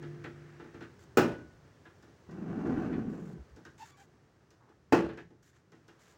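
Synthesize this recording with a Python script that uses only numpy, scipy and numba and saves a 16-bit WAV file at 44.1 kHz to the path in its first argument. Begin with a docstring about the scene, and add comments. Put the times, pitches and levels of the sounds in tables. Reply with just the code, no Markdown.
"""The latch of a van's sliding door clunks twice, heard from inside: struck panel modes, clatter and a ping.
Between the clunks the door rumbles along its rail, as random roller contacts filtered at a pitch set by speed.
Small knocks and rebounds are light blows on the same panel modes; a push pumps the air of the cabin.
Friction by the microphone is coloured noise with hoarse squeaks; a buzz of harmonic lines opens the scene.
A low outdoor rumble and a thin hiss, both filtered noise, lie beneath."""
import sys
import numpy as np
from scipy import signal
from scipy.fft import rfft, irfft, next_fast_len
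from scipy.io import wavfile
from scipy.ndimage import uniform_filter1d
from numba import njit

SR = 44100
rng = np.random.default_rng(int(sys.argv[2]) if len(sys.argv) > 2 else 0)


def generate_wav(signal):
    """Clip the signal to [-1, 1] and save it as 16-bit WAV at the path in sys.argv[1]."""
    frames = np.transpose(np.atleast_2d(signal))
    scaled = np.clip(frames, -1, 1) * 32767
    pcm = np.round(scaled).astype(np.int16)
    wavfile.write(sys.argv[1], SR, pcm)


N = 272097
TIME = np.arange(N) / SR


def undb(db):
    """Amplitude ratio of a level in dB."""
    return 10 ** (np.asarray(db) / 20)


def unit(x):
    """Normalisation to an rms of 1."""
    return x / np.sqrt(np.mean(x ** 2))


def curves(table):
    """Linear interpolation in time of each column of a table."""
    s, *columns = np.transpose(table)
    return [np.interp(TIME, s, c) for c in columns]


def at_hz(table, hz):
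    """Linear interpolation of a table on a log-frequency axis."""
    f, value = np.transpose(table)
    return np.interp(np.log(np.maximum(hz, 1)), np.log(f), value)


def colour(x, spectrum, tilt_db=0):
    """Spectral shaping: x filtered by a spectrum, tilted in dB per octave above 1 kHz, to rms 1."""
    size = next_fast_len(len(x))
    hz = np.maximum(np.fft.rfftfreq(size, 1 / SR), 1)
    db = at_hz(spectrum, hz) + tilt_db * np.log2(np.maximum(hz / 1000, 1))
    lowest_hz, highest_hz = spectrum[0][0], spectrum[-1][0]
    # roll-off beyond both ends of the spectrum
    ends = 1 / (1 + (hz / highest_hz / 2) ** 4) / (1 + (lowest_hz / hz / 2) ** 2)
    return unit(irfft(rfft(x, size) * undb(db) * ends, size)[:len(x)])


def noise(spectrum):
    """Stationary Gaussian noise of a given spectrum."""
    return colour(rng.standard_normal(N), spectrum)


def walk(rate):
    """Random fluctuation of rms 1: held values, `rate` a second, smoothed twice."""
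    k = max(int(SR / rate), 1)
    held = np.repeat(rng.standard_normal(N // k + 1), k)
    return unit(uniform_filter1d(uniform_filter1d(held, k), k)[:N])


def add(out, s, x):
    """Superposition: x is mixed into out from time s."""
    i = max(int(s * SR), 0)
    out[i:i + len(x)] += x[:N - i]


def fade(t60):
    """Exponential decay over one second, falling 60 dB in t60 seconds."""
    return undb(-60 * TIME[:SR] / t60)


@njit
def resonate(x, hz, width):
    """Resonance of a two-state band-pass filter with a moving centre and a fixed width in Hz."""
    y, band, low = np.empty(len(x)), 0., 0.
    for i in range(len(x)):
        g, damping = np.tan(np.pi * hz[i] / SR), width / hz[i]
        v = (band + g * (x[i] - low)) / (1 + g * (g + damping))
        band, low, y[i] = 2 * v - band, low + 2 * g * v, damping * v
    return y


# Background levels. Each row: time in seconds, low rumble in dB, hiss in dB.
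AIR_LEVELS = [(0, -54.5, -63), (1.6, -61.5, -65.5), (3.5, -61, -66), (4.3, -65.5, -70.5),
              (5.5, -66.5, -74.5), (6.17, -67, -65.5)]
# Spectra of the low rumble and the hiss. Each row: frequency in Hz, relative level in dB per Hz.
AIR_LOW_SPECTRUM = [(25, -31.5), (45, -7.5), (75, 5.5), (140, 9), (220, -2.5), (400, 0), (600, -19.5),
                    (1200, -60.5)]
AIR_HISS_SPECTRUM = [(400, 12), (850, 5.5), (1700, 3.5), (2300, -3.5), (3600, -8.5), (6000, -8),
                     (7500, -13.5), (10000, -22), (13500, -30.5), (15300, -17.5)]


def background():
    """Transmission: a low outdoor rumble passes through the van's body, under a thin broadband hiss."""
    low_db, hiss_db = curves(AIR_LEVELS)
    low = noise(AIR_LOW_SPECTRUM) * undb(low_db + 0.66 * walk(17))
    hiss = noise(AIR_HISS_SPECTRUM) * undb(hiss_db + 0.17 * walk(15))
    return low + hiss


# Harmonic lines of the buzz. 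Each row: multiple of the pulse rate, relative level in dB.
BUZZ_HARMONICS = [(2, -17), (3, 2.5), (5, -13), (7, 0.5), (9, -12), (10, -21.5), (14, -21.5)]
BUZZ_HZ = 49.35  # mean pulse rate
BUZZ_DB, BUZZ_FALL_DB_PER_S = -43, 23.5
BUZZ_ATTACK_S, BUZZ_END_S, BUZZ_RELEASE_S = 0.037, 0.86, 0.27


def buzz(sizzle_hz=1600.0, sizzle_width_hz=1000.0, sizzle_db=-65):
    """Periodic pulsation: unsteady harmonics of one rate die away, with a faint sizzle pulsing at that rate."""
    swell = 1 - np.exp(-TIME / BUZZ_ATTACK_S) / 2  # from half amplitude
    release = np.clip((BUZZ_END_S - TIME) / BUZZ_RELEASE_S, 0, 1)
    gain = undb(BUZZ_DB - BUZZ_FALL_DB_PER_S * TIME) * swell * release
    phase = 2 * np.pi * np.cumsum(BUZZ_HZ * (1 + 0.0036 * walk(25))) / SR
    lines = np.zeros(N)
    for k, line_db in BUZZ_HARMONICS:
        lines += undb(line_db + walk(11.8)) * np.sin(round(k) * phase + rng.uniform(0, 2 * np.pi))
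    centre = np.full(N, sizzle_hz)
    sizzle = resonate(rng.standard_normal(N), centre, sizzle_width_hz)
    sizzle = unit(resonate(sizzle, centre, sizzle_width_hz))
    sizzle *= (1 + 0.11 * np.cos(phase)) * np.interp(TIME, [.6, 1.15], [1, 0])
    return gain * unit(lines) + undb(sizzle_db) * sizzle


# Modes of door panel and cabin. Each row: frequency in Hz, 60 dB decay time in seconds,
# relative level at the first clunk in dB, relative level at the second clunk in dB.
DOOR_MODES = [(118.5, 0.57, -29.5, -33), (147.5, 0.35, -32, -34.5), (172.6, 0.49, -27, -30),
              (237.9, 0.45, -25, -29), (269.5, 0.35, -30, -24), (301, 0.28, -22.5, -23),
              (336, 0.41, -22, -17), (366, 0.37, -20, -35.5), (409, 0.41, -28, -33.5),
              (440, 0.32, -30, -19), (479, 0.17, -31.5, -17.5), (581, 0.44, -26.5, -39),
              (664, 0.29, -39.5, -35), (737, 0.22, -35, -26.5), (814, 0.2, -26.5, -30),
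              (857, .27, -30.5, -27.5), (888, 0.29, -37, -29), (1070, 0.24, -40, -37.5),
              (1152, .3, -40, -33.5), (1290, 0.24, -29.5, -34), (1334, 0.23, -26, -49.5),
              (1475, 0.62, -32, -50.5), (1695, 0.29, -34.5, -48)]


def panel(mode_db):
    """Modal superposition: all modes of the door set ringing at once, each with its own decay."""
    hz, t60 = np.transpose(DOOR_MODES)[:2]
    phases = rng.uniform(0, 2 * np.pi, len(hz))
    ring = np.zeros(SR)
    for f, decay, db, phase in zip(hz, t60, mode_db, phases):
        ring += undb(db) * fade(decay) * np.sin(2 * np.pi * f * TIME[:SR] + phase)
    return ring


def mode_cloud(spacing_hz, diffuse):
    """Modal density: one second of undamped modes at random pitches, over a diffuse share of noise."""
    bins = rng.standard_normal(SR // 2 + 1) + 1j * rng.standard_normal(SR // 2 + 1)
    is_mode = rng.random(len(bins)) < 1 / spacing_hz
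    low = np.arange(len(bins)) < 900  # bins are 1 Hz apart; below 900 Hz the noise is plain
    return irfft(bins * np.where(low, 1, diffuse + is_mode * np.sqrt(spacing_hz * 0.47)), SR)


# Spectra of a knock's rattle and tick. Each row: frequency in Hz, relative level in dB per Hz.
RATTLE_SPECTRUM = [(250, -25), (520, -1.5), (950, -3), (1550, 6), (1900, 2.5), (2200, -5), (2900, -7.5),
                   (4200, -15.5), (7000, -42)]
TICK_SPECTRUM = [(1500, -27.5), (3500, -4.5), (5500, 2), (7300, -3.5), (9000, -16.5), (13000, -19.5),
                 (15500, -17.5)]


def knock(rattle_db, thud_db, tick_db):
    """Light impact: a dry tick, a brief rattle of loose parts and a soft thud of the panel."""
    t, modes = TIME[:SR], np.array(DOOR_MODES)
    # a soft touch spares the high modes
    soft_db = modes[:, 2:].mean(axis=1) - 7 * np.maximum(np.log2(modes[:, 0] / 500), 0)
    # loose parts chatter for a moment before they settle
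    chatter = np.minimum(.8, 1.3 * fade(0.21)) * (1 - np.exp(-t / 0.0014))
    rattle = colour(mode_cloud(60, diffuse=0.53), RATTLE_SPECTRUM) * chatter
    thud = panel(soft_db) * fade(0.73) * (1 - np.exp(-t / 0.01))
    thud *= 0.086 / np.std(thud)
    tick = colour(rng.standard_normal(SR), TICK_SPECTRUM) * (0.86 * fade(0.025) + .55 * fade(0.31))
    return undb(rattle_db) * rattle + undb(thud_db) * thud + undb(tick_db) * tick


SETTLE_RATTLE_DB, SETTLE_THUD_DB, SETTLE_TICK_DB = -69.5, -55.5, -78.5  # gains


def settling(count=9):
    """Random relaxation: the trim settles in faint knocks, one at a random moment of each equal interval."""
    out = np.zeros(N)
    for s in (np.arange(count) + rng.random(count)) / count * TIME[-1]:
        add(out, s, knock(SETTLE_RATTLE_DB, SETTLE_THUD_DB, SETTLE_TICK_DB))
    return out


# Knocks of handle, rollers and trim.
# Each row: start in seconds, rattle gain in dB, thud gain in dB, tick gain in dB.
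KNOCK_EVENTS = [(0.026, -53, -40, -67), (0.240, -43.5, -37.5, -63), (0.597, -52.5, -42, -73),
                (0.642, -63, -43.5, -76), (0.743, -54.5, -41.5, -71), (0.807, -50, -39.5, -68),
                (0.824, -51, -56, -67), (1.852, -54, -53, -78), (2.025, -63, -52, -67),
                (2.309, -61.5, -68, -67), (2.668, -65, -28.5, -69), (2.926, -49, -39, -76),
                (3.562, -64, -47, -67), (3.651, -51, -48.5, -62.5), (4.505, -67.5, -60, -67),
                (5.088, -50.5, -46.5, -76), (5.174, -47.5, -41, -65), (5.304, -71, -51, -81),
                (5.719, -62, -50.5, -70.5), (5.881, -58, -52, -65.5)]


def knocks():
    """Repeated impact: the hand works the handle; rollers and trim bump."""
    out = np.zeros(N)
    for s, rattle_db, thud_db, tick_db in KNOCK_EVENTS:
        add(out, s, knock(rattle_db, thud_db, tick_db))
    return out


# Friction strokes near the microphone. 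Each row: start in seconds, nominal length in seconds,
# gain in dB, tilt above 1 kHz in dB per octave.
RUB_STROKES = [(0.988, 0.052, -67.5, -3), (3.084, 0.25, -73.5, -1.5), (3.776, 0.13, -61.5, -4),
               (3.967, 0.064, -66, -3.5), (4.598, 0.13, -70, -24.5), (5.423, 0.078, -69.5, -2.5),
               (5.528, 0.061, -71.5, -6), (5.988, 0.14, -68, -3.5)]
# Spectrum of the friction. Each row: frequency in Hz, relative level in dB per Hz.
RUB_SPECTRUM = [(500, -13.5), (1000, -2.5), (1700, 5.5), (2400, -1), (5000, -0.5), (7200, 6.5),
                (9000, -6.5), (13000, -8), (15500, -5)]


def rubbing():
    """Sliding friction: short strokes of noise whose level flutters."""
    out, t = np.zeros(N), TIME[:SR]
    for s, length, db, tilt_db in RUB_STROKES:
        # the release starts 10 ms before the nominal end and takes 45 ms
        stroke = np.clip(t / 0.0059, 0, 1) * np.clip(1 + (length - .01 - t) / 0.045, 0, 1)
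        flutter = undb(db + 2 * walk(300)[:SR])
        add(out, s, flutter * stroke * colour(rng.standard_normal(SR), RUB_SPECTRUM, tilt_db))
    return out


# Squeaks of the rub. Each row: start in seconds, length in seconds, starting pitch in Hz,
# glide in octaves per second, gain in dB.
SQUEAK_EVENTS = [(3.776, 0.1, 878, .5, -52.5), (3.855, 0.15, 1148, 0, -66), (3.956, 0.1, 794, 0.029, -60.5)]


def squeaks(waver_hz=80, overtone_db=-7.5, hoarse=0.98):
    """Friction-driven tone: the rub catches in harmonics made hoarse by random level and phase."""
    out, t = np.zeros(N), TIME[:SR]
    for s, length, hz, glide, db in SQUEAK_EVENTS:
        phase = 2 * np.pi * np.cumsum(hz * 2 ** (glide * t)) / SR
        squeak = np.zeros(SR)
        for k in range(1, 7):
            # each harmonic wavers on its own; overtone_db is the slope per octave
            level = undb(overtone_db * np.log2(k) + 3.1 * walk(waver_hz)[:SR])
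            jitter = hoarse * np.sqrt(k) * walk(waver_hz * 2)[:SR]
            squeak += level * np.sin(k * phase + jitter)
        add(out, s, undb(db) * unit(squeak) * np.sin(np.pi * np.minimum(t / length, 1)) ** 2)
    return out


# Pushes of the swaying door on the cabin air. Each row: start in seconds, gain in dB.
SWAY_EVENTS = [(2.25, -61), (3.365, -42.5), (3.491, -49.5), (5.02, -46)]


def sways(cabin_hz=66):
    """Cavity resonance: the door sways on its rail and pumps the cabin's lowest air mode in short bursts."""
    out, t = np.zeros(N), TIME[:SR]
    push = np.sin(np.pi * np.minimum(t / 0.083, 1)) ** 2
    for s, db in SWAY_EVENTS:
        add(out, s, undb(db) * np.sin(2 * np.pi * cabin_hz * t) * push * 0.98)
    return out


SLIDE_START_S, SLIDE_FASTEST_S, SLIDE_STOP_S = 2.296, 2.805, 3.402
BREAKAWAY_SPEED, SLIDE_EDGE_S = .16, 0.018  # share of top speed; time to start and to settle


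def door_speed():
    """Uniform acceleration as a share of top speed: a steady push, then steady friction to a stop."""
    times = [SLIDE_START_S - SLIDE_EDGE_S, SLIDE_START_S, SLIDE_FASTEST_S,
             SLIDE_STOP_S, SLIDE_STOP_S + SLIDE_EDGE_S]
    return np.interp(TIME, times, [0, BREAKAWAY_SPEED, 1, BREAKAWAY_SPEED / 2, 0])


# Spectra of the rolling door's rumble and grit. Each row: frequency in Hz, relative level in dB per Hz.
RUMBLE_SPECTRUM = [(25, -18), (45, -13), (90, -8), (170, 0.5), (250, -6), (340, 0), (450, -7), (540, -14.5),
                   (750, -31), (1200, -55)]
GRIT_SPECTRUM = [(400, -3.5), (720, 7), (1100, 1), (1650, -2), (2200, -12), (2700, -14), (3600, -24.5),
                 (6500, -28), (10000, -42.5), (15000, -45)]
RUMBLE_DB, GRIT_DB = -33, -49  # gains at top speed
RUMBLE_POWER, GRIT_POWER = 1.0, 0.69  # both grow as a power of speed
COAST_GRIT_DB_PER_S = -13.5  # unloaded rollers grind less
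DRONE_REST_HZ, DRONE_RISE_HZ = 148.4, 119.5  # centre at rest; rise at top speed


def rolling(drone_db=-4, drone_width_hz=110.0, grit_spread_db=8, surge_db=0.8):
    """Rolling contact: random bumps of the rollers over grit excite the panel and a drone that follows speed."""
    speed = door_speed()
    hz = DRONE_REST_HZ + DRONE_RISE_HZ * speed
    contacts = (rng.random(N) < 5 * hz / SR) * rng.choice([-1, 1], N)  # more bumps a second at speed
    cabin = rng.standard_normal(SR) * fade(0.36)
    cabin[0] += 25  # the direct path
    grains = contacts * undb(grit_spread_db * np.clip(rng.standard_normal(N), -2, 2))
    grit = colour(signal.fftconvolve(grains, cabin)[:N], GRIT_SPECTRUM)
    drone = resonate(contacts, hz, drone_width_hz)
    drone = unit(resonate(drone, hz, drone_width_hz))
    body = undb(-3.0) * colour(contacts, RUMBLE_SPECTRUM) + undb(drone_db) * drone
    grit_db = GRIT_DB + COAST_GRIT_DB_PER_S * np.maximum(TIME - SLIDE_FASTEST_S, 0)
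    rumble_part = undb(RUMBLE_DB) * speed ** RUMBLE_POWER * body
    grit_part = undb(grit_db) * speed ** GRIT_POWER * grit
    uneven_rail = undb(surge_db * walk(24.93))
    return uneven_rail * (rumble_part + grit_part)


REBOUND_FIRST_S, REBOUND_GAP_S = .074, .046  # first delay after a clunk; spacing
REBOUND_RATTLE_DB, REBOUND_THUD_DB, REBOUND_TICK_DB = -45.5, -33, -69.5  # gains of the first rebound
REBOUND_LOSS_DB = 4.5  # per rebound, for rattle and thud; the tick loses 1 dB


def rebounds(count=4):
    """Inelastic rebound: after each clunk the door knocks in its catch, weaker each time."""
    out = np.zeros(N)
    for s, *_ in CLUNK_EVENTS:
        for k in range(count):
            loss_db = k * REBOUND_LOSS_DB
            blow = knock(REBOUND_RATTLE_DB - loss_db, REBOUND_THUD_DB - loss_db, REBOUND_TICK_DB - k)
            add(out, s + REBOUND_FIRST_S + k * REBOUND_GAP_S, blow)
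    return out


# Decay of door and cabin. Each row: frequency in Hz, 60 dB decay time in seconds.
RING_DECAY = [(60, 1), (200, 0.48), (600, 0.42), (1500, 0.27), (3000, 0.34), (6000, 0.28), (10000, 0.33),
              (15000, .2)]


def dense_ring(spectrum, tilt_db):
    """Frequency-dependent decay: countless close modes struck at once, each band dying at its own rate."""
    bins = rfft(colour(mode_cloud(25, diffuse=0.91), spectrum, tilt_db))
    place = at_hz([(hz, k) for k, (hz, _) in enumerate(RING_DECAY)], np.arange(len(bins)))
    ring = np.zeros(SR)
    for k, (_, t60) in enumerate(RING_DECAY):
        band = np.maximum(1 - abs(place - k), 0)  # overlapping triangles
        ring += irfft(bins * band, SR) * fade(t60)
    return ring


# Spectra of the latch's clatter and the steel catch's ping.
# Each row: frequency in Hz, relative level in dB per Hz.
CLATTER_SPECTRUM = [(35, -13), (70, -9), (300, 12.5), (900, -2), (1400, 1), (1900, -4.5), (2150, -11.5),
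                    (2500, -7), (3600, -20), (6000, -18.5), (7800, -28), (10000, -35), (13000, -39),
                    (16000, -35.5)]
PING_SPECTRUM = [(5000, -13), (7500, -5.5), (10000, -22.5), (13400, -28), (14600, -2.5), (16000, -5.5)]
# Latch clunks. Each row: start in seconds, panel gain in dB, clatter gain in dB,
# clatter tilt above 1 kHz in dB per octave, steel ping gain in dB.
CLUNK_EVENTS = [(1.1715, -3, -19.5, 0, -35.5), (4.9228, -2, -21.5, -1.13, -48.5)]


def clunks(blow_hz=470, blow_db=-14, chatter_db=2):
    """Impact excitation: the latch snaps, the panel booms, the linkage clatters, the steel catch pings."""
    out, t = np.zeros(N), TIME[:SR]
    for (s, panel_db, clatter_db, tilt_db, ping_db), mode_db in zip(CLUNK_EVENTS, np.transpose(DOOR_MODES)[2:]):
        # a short, hard knock at the latch itself
        blow = undb(blow_db) * np.sin(2 * np.pi * blow_hz * t) * fade(0.072)
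        # the heavy panel takes a moment to move
        boom = (panel(mode_db) + blow) * (1 - np.exp(-t / 0.00077))
        crack = 1 + 0.43 * fade(0.032)  # the direct sound stands above the cabin's tail
        chatter = undb(chatter_db * walk(150)[:SR])  # loose rods keep striking as they settle
        clatter = dense_ring(CLATTER_SPECTRUM, tilt_db) * crack * chatter * (1 - np.exp(-t / 0.0013))
        ping_decay = 0.99 * fade(0.069) + .5 * fade(.24)
        ping = colour(rng.standard_normal(SR), PING_SPECTRUM) * ping_decay * chatter
        add(out, s, undb(panel_db) * boom + undb(clatter_db) * clatter + undb(ping_db) * ping)
    return out


def scene():
    """Linear superposition of everything heard in the cabin, in one channel."""
    surroundings = background() + buzz()
    small_sounds = settling() + knocks() + rubbing() + squeaks()
    door = sways() + rolling() + rebounds() + clunks()
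    return (surroundings + small_sounds + door)[None]


TOP_HZ = 15850


def record(dry):
    """Band limitation: the phone drops the deepest bass and cuts the top."""
    x = signal.sosfilt(signal.butter(4, 33, "high", fs=SR, output="sos"), dry)
    return signal.sosfilt(signal.ellip(10, .2, 80, TOP_HZ, fs=SR, output="sos"), x)


dry = scene()
out = record(dry)
generate_wav(out)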